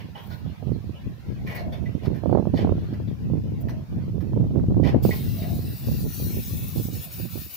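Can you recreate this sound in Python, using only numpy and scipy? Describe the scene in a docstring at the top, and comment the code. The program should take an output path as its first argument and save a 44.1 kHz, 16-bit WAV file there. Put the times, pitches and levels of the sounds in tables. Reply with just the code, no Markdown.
"""Outdoors at a table, an aerosol can feeds cleaner through a hose into a small fuel injector.
From the start a gusty breeze buffets the two microphone ports; a far bird chirps in the first second.
Scuffs, clinks, clicks and rubs come and go, and gas slips out at the hose joint three times.
At 5 s a wire touches the battery, the injector opens and a fine jet hisses out just above the table top.
The jet sags, recovers near 6 s and stutters on to the end."""
import sys
import numpy as np
from scipy import signal
from scipy.fft import rfft, irfft, next_fast_len
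from scipy.io import wavfile
from scipy.ndimage import uniform_filter1d, map_coordinates

SR = 44100
rng = np.random.default_rng(int(sys.argv[2]) if len(sys.argv) > 2 else 0)


def file_out(sig):
    """Save sig as 16-bit WAV at sys.argv[1]."""
    # one column per channel
    cols = np.atleast_2d(sig).T
    # limit, then scale
    lim = np.clip(cols, -1, 1)
    pcm = np.round(lim * 32767).astype(np.int16)
    wavfile.write(sys.argv[1], SR, pcm)


N = 333396
TIME = np.arange(N) / SR


def amp(db):
    """Decibels to gain."""
    return 10 ** (np.asarray(db) / 20)


def unit(x):
    """x scaled to rms 1."""
    return x / np.sqrt(np.mean(x ** 2) + 1e-20)


def even(x, samples):
    """x with its slow swells levelled out, rms 1."""
    return x / np.sqrt(np.abs(uniform_filter1d(x ** 2, size=samples)) + 1e-6)


def along(points, hz):
    """(Hz, value) points read on a log axis."""
    knots_hz, values = np.transpose(points)
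    return np.interp(np.log(hz + 1), np.log(knots_hz + 1), values)


def curves(rows):
    """One value per sample for each column after the time."""
    times, *columns = np.transpose(rows)
    return [np.interp(TIME, times, column) for column in columns]


def wobble(rate_hz):
    """Smooth random curve, rate_hz knots a second."""
    return map_coordinates(rng.standard_normal(int(N * rate_hz / SR) + 4), [TIME * rate_hz])


def arch(start_s, length_s):
    """Half-sine swell."""
    return np.sin(np.pi * np.clip((TIME - start_s) / length_s, 0, 1))


def dips(rows, half_width_s):
    """Depth in dB of bell-shaped dips, from (s, dB) rows."""
    return sum(db * np.exp(-((TIME - s) / half_width_s) ** 2) for s, db in rows)


def add(track, start_s, sound):
    """Mix a sound into a track."""
    part = track[..., max(round(start_s * SR), 0):][..., :sound.shape[-1]]
    part += sound[..., :part.shape[-1]]


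def ports(balance_db):
    """Left and right gains giving unrelated signals a mid level of 1; positive balance is left."""
    pair = amp(np.array([balance_db, -balance_db]) / 2)
    return 2 * pair / np.linalg.norm(pair, axis=0)


def filtered(x, response):
    """x times a response of frequency."""
    n = x.shape[-1]
    padded = next_fast_len(n + 8192)
    return irfft(rfft(x, padded) * response(np.fft.rfftfreq(padded, 1 / SR)), padded)[..., :n]


def coloured(x, spectrum):
    """x shaped by (Hz, dB) points."""
    return filtered(x, lambda hz: amp(along(spectrum, hz)))


def painted(x, gain):
    """x times a gain of frequency and time."""
    hz, t, bins = signal.stft(x, SR, nperseg=1024)
    return signal.istft(bins * gain(hz[:, None], t), SR, nperseg=1024)[1][..., :N]


def noise(spectrum, shared=0):
    """Coloured noise of rms 1 at two ports, with a share of the power in common."""
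    white = np.sqrt(1 - shared) * rng.standard_normal((2, N)) + np.sqrt(shared) * rng.standard_normal(N)
    return unit(coloured(white, spectrum))


def patches(hz, t, bins, frames):
    """Smooth random field over frequency and time, rms 1."""
    cells = rng.standard_normal((len(hz), len(t)))
    return unit(signal.fftconvolve(cells, np.outer(np.hanning(bins), np.hanning(frames)), "same"))


def resonance(hz, ring_hz, width_hz):
    """Response of one steep-sided resonance."""
    return (hz * width_hz / (ring_hz ** 2 - hz ** 2 + 1j * hz * width_hz)) ** 2


# Each row: frequency in Hz, relative density in dB. Likewise every SPECTRUM below.
AIR_SPECTRUM = [(530, -14), (900, -10), (1040, 8.5), (1170, -25), (1960, -30), (2510, -4), (3000, -14.5),
                (4300, -10), (5720, -7.5), (8190, -18), (14700, -9), (15600, -8)]
# Each row: time in seconds, wash level in dB.
WASH_LEVELS = [(0, -54.5), (1.2, -56.5), (2, -54.5), (4.2, -57.5)]

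def background(air_db=-62.5, drift_db=1.77, patch_db=4.6):
    """Steady outdoor air and a dull far wash whose narrow bands swell and fade."""
    far = noise([(100, -17), (300, -2.5), (650, 0), (1100, -6), (2000, -8.5), (3000, -10.5),
                 (4500, -15), (8000, -34.5)])
    wash_gain = amp(curves(WASH_LEVELS)[0] + drift_db * wobble(7.9))
    wash = painted(far, lambda hz, t: amp(patch_db * np.minimum(patches(hz, t, bins=7, frames=9), 2)))
    return amp(air_db) * noise(AIR_SPECTRUM, shared=0.011) + wash_gain * unit(wash)


# Each row: frequency in Hz, t60 of the tail in seconds.
WALL_DECAY = [(200, 1), (750, 0.64), (2000, 0.37), (5000, 0.3), (14000, 0.14)]

def walls(x, early_t60_s=0.065, tail_db=-4):
    """The yard's walls return scattered early reflections and a tail whose treble dies first."""
    hz, t, bins = signal.stft(rng.standard_normal((2, SR)), SR, nperseg=256)
    fade = amp(-60 * t / along(WALL_DECAY, hz)[:, None])
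    tail = signal.istft(bins * fade, SR, nperseg=256)[1][:, :SR]
    early = rng.standard_normal((2, SR)) * amp(-60 * TIME[:SR] / early_t60_s)
    response = early / np.linalg.norm(early[0]) + amp(tail_db) * tail / np.linalg.norm(tail[0])
    return signal.fftconvolve(x[None], response, axes=1)[:, :N]


# Each row: start in seconds, first and last pitch in Hz, level in dB.
BIRD_CHIRPS = [(0.437, 3350, 3240, -58.5), (0.713, 4510, 3740, -57.5), (0.938, 3100, 2870, -53)]

def chirps(length_s=0.056):
    """A far bird: falling tones, hoarse from a fast pitch waver."""
    out = np.zeros(N)
    waver = 1 + 0.059 * wobble(700)
    for start_s, first_hz, last_hz, db in BIRD_CHIRPS:
        pitch_hz = np.interp(TIME, [start_s, start_s + length_s], [first_hz, last_hz]) * waver
        out += amp(db) * arch(start_s, length_s) * np.sin(2 * np.pi * np.cumsum(pitch_hz) / SR)
    return out


# Each row: start in seconds, level in dB.
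HOLLOW_RUBS = [(1.5, -43.5), (3.57, -50.5), (5.35, -46)]

def rubs(length_s=0.24, ring_hz=663, width_hz=163):
    """Soft swells of friction on something hollow."""
    strokes = sum(amp(db) * arch(start_s, length_s) for start_s, db in HOLLOW_RUBS)
    return strokes * unit(filtered(rng.standard_normal(N), lambda hz: resonance(hz, ring_hz, width_hz)))


# Each row: frequency in Hz, width in Hz, gain in dB.
BODY_MODES = [(1800, 70, -3.5), (1946, 64, 2.5), (2194, 88, 2.5), (2320, 86, -9), (2750, 160, -6),
              (3625, 90, -15), (4150, 170, -15.5)]

def scraped_body(hz):
    """Summed resonances of the scraped thing."""
    return sum(amp(db) * resonance(hz, mode_hz, width_hz) for mode_hz, width_hz, db in BODY_MODES)


SCRAPE_SPECTRUM = [(100, -0.5), (400, 13.5), (750, 13.5), (1200, 3.5), (2200, 3.5), (3500, -5),
                   (5500, -5.5), (7500, -24), (9500, -15), (12000, -10), (15500, -8.5)]
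# Each row: start and length in seconds, level in dB, ring pitch and width in Hz,
# then ring, treble and body gains in dB.
SCUFF_STROKES = [(0, 0.0045, -43.5, 2460, 930, 0, 0, 1), (0.144, 0.051, -49, 3100, 500, -5, -1, -10),
                 (0.151, 0.025, -45, 950, 300, 5, -10, -8),
                 (0.301, 0.024, -46.5, 3960, 1500, -5.5, -3, -15),
                 (1.456, 0.11, -42.5, 2100, 890, -3, 1.5, -4.5),
                 (1.548, 0.051, -43.5, 4350, 1200, -9.5, 3, -1),
                 (1.72, 0.035, -45, 3400, 600, -10, -2.5, -14),
                 (1.854, 0.021, -52.5, 2500, 700, -6, -6, -3),
                 (2.029, 0.032, -45, 3600, 2000, -19, -3.5, -16),
                 (2.136, 0.038, -52, 1640, 600, -5, 1, -12), (2.538, 0.048, -47.5, 4230, 1800, -6, 0, -14),
                 (2.563, 0.056, -42, 3130, 1680, -9, -10, -15),
                 (2.932, 0.01, -49.5, 4000, 1510, -22, -2, -12),
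                 (3.073, 0.0072, -51.5, 3540, 500, -5, -5, -16),
                 (3.684, 0.01, -43, 1660, 700, -7, 0.5, -14), (3.69, 0.0069, -58, 5870, 300, 14, 2, -16),
                 (4.204, 0.011, -50.5, 1810, 400, -8, 4, -16),
                 (4.831, 0.06, -35.5, 2210, 1380, -7.5, -8, -11),
                 (5.113, 0.014, -37.5, 3200, 1500, -10, -8, -13),
                 (5.418, 0.021, -53, 2100, 400, 10, -5.5, -2)]

def scuffs(rise_share=0.17, release_s=0.015, grain_db=3.5, catch_db=1):
    """Gritty friction strokes: each has its own broad resonance and sets the scraped body ringing."""
    out = np.zeros(N)
    t = TIME[:SR // 4]
    grit = unit(amp(grain_db * wobble(350) + catch_db * wobble(80)))
    for start_s, length_s, db, ring_hz, width_hz, ring_db, treble_db, body_db in SCUFF_STROKES:
        friction, drive = rng.standard_normal((2, len(t))) * grit[round(start_s * SR):][:len(t)]
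        shelf = [(5000, 0.022), (11000, treble_db)]
        scrape = unit(filtered(friction, lambda hz: amp(along(SCRAPE_SPECTRUM, hz) + along(shelf, hz))))
        ring = unit(filtered(drive, lambda hz: resonance(hz, ring_hz, width_hz)))
        body = unit(filtered(drive, scraped_body))
        rise = np.minimum(t / (rise_share * length_s), 1)
        fall = np.exp(-np.maximum(t - length_s, 0) / release_s)
        stroke = unit(scrape + amp(ring_db) * ring + amp(body_db) * body)
        add(out, start_s, amp(db) * rise * fall * stroke)
    return out


# Each row: multiple of the pitch, relative gain in dB.
UPPER_MODES = [(1.11, 2.5), (1.55, -19), (1.9, -12)]
# Each row: start in seconds, level in dB, pitch in Hz, t60 in seconds, upper-mode gain in dB.
CLINK_HITS = [(.153, -40.5, 815, 0.14, -12), (.152, -43, 2960, .1, -20), (.197, -49, 3190, 0.087, -22),
              (.308, -40.5, 1465, 0.12, -24), (1.735, -53.5, 3560, 0.14, -22),
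              (1.857, -42, 2000, 0.091, -15), (5.109, -30, 1956, 0.067, -2.5)]

def clinks(attack_s=0.00087):
    """Light contacts between small hard things ring a few modes."""
    out = np.zeros(N)
    t = TIME[:SR // 4]
    for start_s, db, pitch_hz, t60_s, upper_db in CLINK_HITS:
        mode = lambda ratio: np.sin(2 * np.pi * (ratio * pitch_hz * t + rng.random()))
        ring = mode(1) + sum(amp(upper_db + mode_db) * mode(ratio) for ratio, mode_db in UPPER_MODES)
        envelope = (1 - np.exp(-t / attack_s)) * amp(-60 * t / t60_s)
        add(out, start_s, amp(db) * envelope * ring)
    return out


CLICK_SPECTRUM = [(300, -7), (700, 13), (1300, 9), (2000, -3), (2800, -3.5), (3600, 3), (4400, -7),
                  (6000, -15), (8000, -19.5), (15000, -21)]
# Each row: start in seconds, relative level in dB.
PART_CLICKS = [(2.059, -29), (3.694, -36.5), (4.209, -49)]

def clicks(decay_s=0.0063, gain_db=-8):
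    """Dry cracks of the parts in hand, too close for the walls to matter."""
    out = np.zeros(N)
    t = TIME[:SR // 10]
    for start_s, db in PART_CLICKS:
        crack = unit(coloured(rng.standard_normal(len(t)), CLICK_SPECTRUM))
        add(out, start_s, amp(db + gain_db) * crack * np.exp(-t / decay_s))
    return out


# Each row: time in seconds, strength in dB, balance in dB.
BREEZE_LEVELS = [(0, -36.5, -10), (.2, -50, -6), (.58, -39, -7.5), (1.2, -37, -2), (1.5, -33.5, 5),
                 (2.2, -38, -16), (2.35, -33, -7), (2.7, -24.5, -9), (2.85, -33, 1), (3.4, -30.5, -4.5),
                 (3.9, -32, -2), (4.25, -30.5, -8), (4.4, -24, -4), (5.05, -26.5, -9.5), (5.2, -31.5, -1),
                 (6.85, -36, 0), (7.05, -36.5, -14.5), (7.45, -40, -14), (7.56, -59.5, -10)]
# Each row: centre in seconds, rumble dip in dB (negative lifts).
BREEZE_LULLS = [(.12, -2), (.385, 14), (.57, 7), (.83, 3), (.99, 6), (1.16, 7), (1.23, 6), (1.53, 4),
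                (1.89, -8), (2.21, -5), (3.17, 7), (3.61, 1), (3.87, 13), (5.2, 0), (5.56, -1), (5.79, 5),
                (6.44, 5), (7.045, 10.5), (7.125, 7), (7.295, 7)]
# Each row: centre and length in seconds, then rumble, flutter and balance in dB.
WIND_GUSTS = [(0.051, 0.025, -36, -32.5, -6), (0.325, 0.16, -35.5, -50, -15),
              (0.468, 0.16, -31.5, -46.5, -11), (0.712, 0.19, -27, -36, -39), (0.883, 0.12, -35, -41, -31),
              (1.071, 0.033, -30, -33.5, 22), (1.314, 0.055, -36.5, -37, 25),
              (1.827, 0.077, -28, -36.5, -25), (1.966, 0.061, -38, -37.5, -36),
              (2.102, 0.2, -27.5, -31.5, -12), (2.334, 0.24, -23.5, -28.5, -15),
              (2.55, 0.039, -19.5, -24.5, -11), (2.64, 0.036, -25, -24, 5), (2.723, 0.019, -19, -26, -22),
              (2.914, 0.08, -36, -34, -1), (3.087, 0.028, -27, -50, 20), (3.248, 0.064, -29.5, -40, 17),
              (3.362, 0.027, -27.5, -34, -26), (3.976, 0.063, -33, -51, 19), (4.25, 0.054, -37, -36, -25),
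              (4.41, 0.092, -32, -29.5, -21), (4.71, 0.073, -24.5, -31.5, 3),
              (4.773, 0.035, -38, -21.5, 15), (4.954, 0.093, -22, -22.5, 10),
              (5.068, 0.11, -22.5, -28, -3.5), (5.304, 0.17, -27.5, -45, 22),
              (5.528, 0.071, -26.5, -43, 21), (5.904, 0.071, -24.5, -37, -25), (5.959, 0.074, -26, -36, 6),
              (6.05, 0.15, -30, -37.5, -2), (6.269, 0.14, -31, -43, -2), (6.373, 0.096, -28, -35.5, -6),
              (6.548, 0.11, -29, -40, 5), (6.646, 0.093, -35, -46.5, 4.5), (6.788, 0.071, -27, -30.5, -26),
              (7.235, 0.12, -34.5, -43.5, -21), (7.369, 0.07, -42.5, -39.5, -28)]

def wind_force(waver_db=3, mean_db=-31, flutter_offset_db=-10.5, flutter_slope=1.53, lull_slope=1.62):
    """Rumble and flutter gains per port: breeze, lulls and gusts. Flutter grows faster than rumble."""
    strength_db, balance_db = curves(BREEZE_LEVELS)
    swing_db = waver_db * np.array([wobble(14), wobble(14)]) - dips(BREEZE_LULLS, half_width_s=0.028)
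    rumble = ports(balance_db) * amp(strength_db + swing_db)
    flutter_db = mean_db + flutter_offset_db + flutter_slope * (strength_db - mean_db)
    flutter = ports(balance_db) * amp(flutter_db + lull_slope * swing_db)
    gusts = np.zeros((2, 2, N))
    for centre_s, length_s, gust_rumble_db, gust_flutter_db, side_db in WIND_GUSTS:
        swell = ports(side_db)[:, None] * np.sin(np.linspace(0, np.pi, round(length_s * SR)))
        gust = np.array([amp(gust_rumble_db) * swell, amp(gust_flutter_db) * swell])
        add(gusts, centre_s - length_s / 2, gust)
    return np.hypot([rumble, flutter], gusts)


RUMBLE_SPECTRUM = [(15, -47.5), (30, -24), (50, -10), (75, 0.5), (110, 3), (160, -1.5), (220, -7),
                   (300, -21), (450, -56.5), (800, -92)]
FLUTTER_SPECTRUM = [(90, -34), (170, 4), (250, 5.5), (350, 1), (500, -8), (700, -18.5), (1000, -28),
                    (1500, -48), (3000, -95)]

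def buffeting(puffs_per_s=130, spread_db=6, smooth_db=-9):
    """Each port has its own turbulence: a rolling rumble and small puffs of very unequal size."""
    rumble = even(noise(RUMBLE_SPECTRUM), samples=2600)
    arrivals = rng.random((2, N)) < puffs_per_s / SR
    sizes = amp(spread_db * rng.standard_normal((2, N))) * rng.choice([-1, 1], (2, N))
    puffs = even(coloured(arrivals * sizes, FLUTTER_SPECTRUM), samples=3500)
    flutter = unit(puffs + amp(smooth_db) * noise(FLUTTER_SPECTRUM))
    rumble_gain, flutter_gain = wind_force()
    return rumble_gain * rumble + flutter_gain * flutter


# Each row: multiple of the eddy's pitch, gain in dB.
PUSH_SHAPE = [(.13, -23), (.4, 5.5), (1, 6.5), (2.15, -1), (3, -12.5), (4, -19.5), (5.3, -33.5), (7.7, -47),
              (13, -73)]
# Each row: time in seconds, level in dB, balance in dB, pitch in Hz (low for a large eddy).
EDDY_THUMPS = [(0.048, -44, -20, 190), (0.087, -32, -21, 233), (0.462, -26.5, -20, 254),
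               (.626, -25, -26, 296), (.671, -22.5, -28, 225), (0.681, -30, -22, 290),
               (0.718, -14, -32, 185), (0.746, -35, -18, 187), (.758, -35, -20, 300), (1.067, -27, 21, 177),
               (1.951, -15, -34, 152), (2.08, -14, -28, 182), (2.13, -22, -13, 200),
               (2.236, -17.5, -20, 320), (2.258, -12, -29, 290), (2.295, -13, -24, 325),
               (2.313, -11, -12, 200), (2.327, -8, -22, 352), (2.35, -7.5, -28, 370),
               (2.355, -10, -27, 310), (2.373, -6.5, -29, 320), (2.385, -11, -27, 280),
               (2.399, -14, -18, 270), (2.425, -18, -18, 262), (2.454, -24.5, -3, 380),
               (2.471, -15, -23, 295), (2.54, -5.5, -35, 214), (2.591, -16, -17, 270),
               (2.627, -17.5, -10, 252), (2.647, -12.5, -15, 320), (2.672, -15, -26, 300),
               (2.693, -12, -22, 314), (2.722, -12, -34, 274), (2.781, -23, -20, 273),
               (3.001, -24, 25, 282), (3.085, -26, 11, 157), (3.3, -23, 3, 237), (4.157, -23, -16, 170),
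               (4.229, -22, -22, 170), (4.333, -28, -21, 410), (4.378, -33, -3.5, 380),
               (4.405, -17, -13, 160), (4.441, -23.5, -19, 280), (4.509, -26, -5, 280),
               (4.557, -24, -20, 390), (4.597, -35, -17, 650), (4.685, -12.5, 4, 120),
               (4.707, -24, -13, 290), (4.744, -30.5, -13, 450), (4.773, -22, 7, 258), (4.945, -6, 35, 310),
               (5.051, -10.5, -25, 330), (5.074, -22, -5, 210), (5.092, -11, -24, 247),
               (5.42, -18, -4, 129), (5.885, -18.5, -24, 243), (6.2, -26, -10, 260),
               (6.305, -27.5, -6, 185), (6.371, -23.5, -16, 240), (6.78, -25, -21, 265),
               (6.798, -14, -22, 150), (6.853, -18, -26, 113), (6.886, -21, -22, 192),
               (6.965, -32.5, -7, 214), (7.199, -31.5, -20, 330), (7.255, -30, -27, 270),
               (7.36, -31, -29, 278), (7.377, -33, -25, 380), (7.464, -37.5, -16, 170)]

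def eddies(low_cut_hz=90, wake_db=-26, wake_s=0.007):
    """An eddy is one pressure push with a ragged wake; the microphone's low cut makes it swing back."""
    out = np.zeros((2, N))
    t = TIME[:SR // 20] - 0.02
    impulse = signal.unit_impulse(len(t), np.argmin(np.abs(t)))
    wake = amp(wake_db) * (t > 0) * np.exp(-np.abs(t) / wake_s)
    for time_s, db, balance_db, pitch_hz in EDDY_THUMPS:
        spectrum = np.array(PUSH_SHAPE) * [pitch_hz, 1]
        push = coloured(impulse + wake * rng.standard_normal(len(t)), spectrum)
        push /= coloured(impulse, spectrum).max()
        add(out, time_s + t[0] + 0.001, -amp(db) * ports(balance_db)[:, None] * push)
    return signal.sosfilt(signal.butter(1, low_cut_hz, "highpass", fs=SR, output="sos"), out)


MIST_SPECTRUM = [(4000, -15), (7000, -10), (9200, -9.5), (10500, -4), (12000, 1), (13000, 0.5),
                 (14500, 5.5), (15300, 11.5), (16000, -4)]
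# Each row: start and length in seconds, relative level in dB.
JOINT_LEAKS = [(0.15, 0.29, -57.5), (1.547, 0.031, -44), (3.602, 0.029, -49.5)]

def leaks(crackle_db=2):
    """Gas spits from the hose joint in short, very high puffs, left of centre."""
    puffs = sum(amp(db) * arch(start_s, length_s) for start_s, length_s, db in JOINT_LEAKS)
    crackle = unit(amp(crackle_db * wobble(155)))
    return puffs * crackle * noise(MIST_SPECTRUM) * amp([[2], [-4]])


OPEN_S = 5.022  # the injector opens
# Each row: start and end in seconds, first and last centre in Hz, width in Hz, gain in dB.
HISS_BANDS = [(5.3, 5.95, 2450, 2150, 120, -7), (5.85, 7.6, 2060, 2080, 120, -9),
              (6.0, 7.1, 1680, 1600, 120, -8), (5.45, 6.15, 3300, 3050, 140, -12),
              (6.15, 7.6, 3050, 3220, 130, -10), (6.05, 6.32, 5040, 4960, 170, -24),
              (6.28, 7.05, 4760, 4720, 110, -17), (5.08, 5.85, 6660, 6560, 140, -17),
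              (5.57, 5.86, 6100, 6150, 190, -15), (6.6, 7.6, 6150, 6300, 150, -16),
              (6.9, 7.6, 7150, 7320, 170, -15), (6.7, 7.6, 8150, 8280, 160, -13),
              (5.1, 5.42, 9050, 9000, 230, -20), (5.78, 6.05, 9080, 9000, 290, -22),
              (6.05, 6.45, 9150, 9350, 170, -11), (5.05, 5.75, 4000, 3880, 240, 4),
              (5.6, 6.3, 4600, 4400, 230, 4.5), (6.05, 7.1, 5880, 5800, 170, 5),
              (6.4, 7.6, 6600, 6750, 170, 4)]

def hiss_colour(hz, t, fade_s=0.09, tap_db=-19, taps=8, stretch_per_s=0.045):
    """Narrow notches and ridges drift through the hiss, over a faint gliding comb."""
    colour_db = 0
    for start_s, end_s, first_hz, last_hz, width_hz, db in HISS_BANDS:
        presence = np.clip(np.minimum(t - start_s, end_s - t) / fade_s + 0.5, 0, 1)
        centre_hz = np.interp(t, [start_s, end_s], [first_hz, last_hz])
        colour_db += db * presence * np.exp(-((hz - centre_hz) / width_hz) ** 2)
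    # The delays lengthen, so the comb glides down.
    delays_s = rng.uniform(0.002, 0.008, (taps, 1, 1)) * (1 + stretch_per_s * (t - OPEN_S))
    comb = 1 + sum(amp(tap_db) * np.exp(-2j * np.pi * hz * delay_s) for delay_s in delays_s)
    return np.abs(comb) * amp(colour_db)


def hollows(hz, t, swell_db=2.2, hollow_db=12, threshold=0.58):
    """Narrow hollows drift through the hiss; thin bands swell and fade."""
    slow = patches(hz, t, bins=8, frames=21)
    quick = patches(hz, t, bins=8, frames=11)
    reach = along([(9000, 1), (13000, 0.25)], hz)
    return amp(swell_db * quick - hollow_db * reach * np.maximum(slow - threshold, 0))


HISS_SPECTRUM = [(400, -34), (900, -22), (1150, -2), (1600, -2.5), (2200, 1.5), (2700, 6.5), (3300, 1),
                 (3800, 4.5), (4300, 3.5), (5200, 3), (5850, 1), (7500, -2), (10000, -6.5), (16000, -8)]
# Each row: time in seconds, relative hiss and mist levels in dB.
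JET_LEVELS = [(5.05, -45, -39.5), (5.25, -49, -44.5), (5.65, -50, -47), (6.0, -48, -41), (6.17, -45, -37.5),
              (6.65, -46.5, -40), (7.0, -45.5, -38), (7.25, -47, -39.5), (7.56, -47, -40)]
# The nozzle turns left. Each row: time in seconds, balance in dB.
MIST_BALANCE = [(5.5, 6), (6.0, 8)]
# Each row: centre in seconds, mist dip in dB.
FLOW_STUTTERS = [(6.06, 5.5), (6.735, 3), (6.9, 7.5), (7.09, 8.5), (7.285, 6.5), (7.475, 4.5)]
# Each row: frequency in Hz, gain in dB.
RIGHT_PORT_RESPONSE = [(6850, 0), (7100, -16), (7500, -16), (7850, 0), (11000, 1.5), (11650, -3),
                       (12400, 2), (15500, 0)]

def spray(valve_rise_s=0.014, sputter_db=0.45, flicker_db=1, mist_trim_db=-1.5, hiss_falter_share=0.81):
    """The injector's jet hisses and tears into mist in tiny spurts; notches drift through the sound."""
    hiss_db, mist_db = curves(JET_LEVELS)
    balance_db, = curves(MIST_BALANCE)
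    falter_db = dips(FLOW_STUTTERS, half_width_s=0.025)
    valve = np.clip((TIME - OPEN_S) / valve_rise_s, 0, 1)
    hiss = amp(hiss_db - hiss_falter_share * falter_db) * noise(HISS_SPECTRUM, shared=0.42)
    mist_gain = amp(mist_db + mist_trim_db - falter_db + flicker_db * wobble(55))
    mist = mist_gain * ports(balance_db) * noise(MIST_SPECTRUM)
    spurts = unit(amp(sputter_db * wobble(900) + flicker_db / 2 * wobble(50)))
    jet = spurts * (hiss + mist)
    left, right = valve * painted(jet, lambda hz, t: hiss_colour(hz, t) * hollows(hz, t))
    return np.array([left, coloured(right, RIGHT_PORT_RESPONSE)])


def scene(direct_db=-6):
    """The spray at the table, the yard around it and the wind on the microphone."""
    contacts = scuffs() + clinks()
    table = spray() + leaks() + clicks()
    yard = amp(direct_db) * contacts + walls(contacts + rubs() + chirps()) + background()
    wind = buffeting() + eddies()
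    return table + yard + wind


def record(dry, ceiling=0.9, top_hz=15560):
    """Soft clip on the strongest thumps, then a steep band limit."""
    rounded = dry / (1 + np.abs(dry / ceiling) ** 4) ** (1 / 4)
    return filtered(rounded, lambda hz: 1 / np.sqrt(1 + (hz / top_hz) ** 300))


dry = scene()
out = record(dry)
file_out(out)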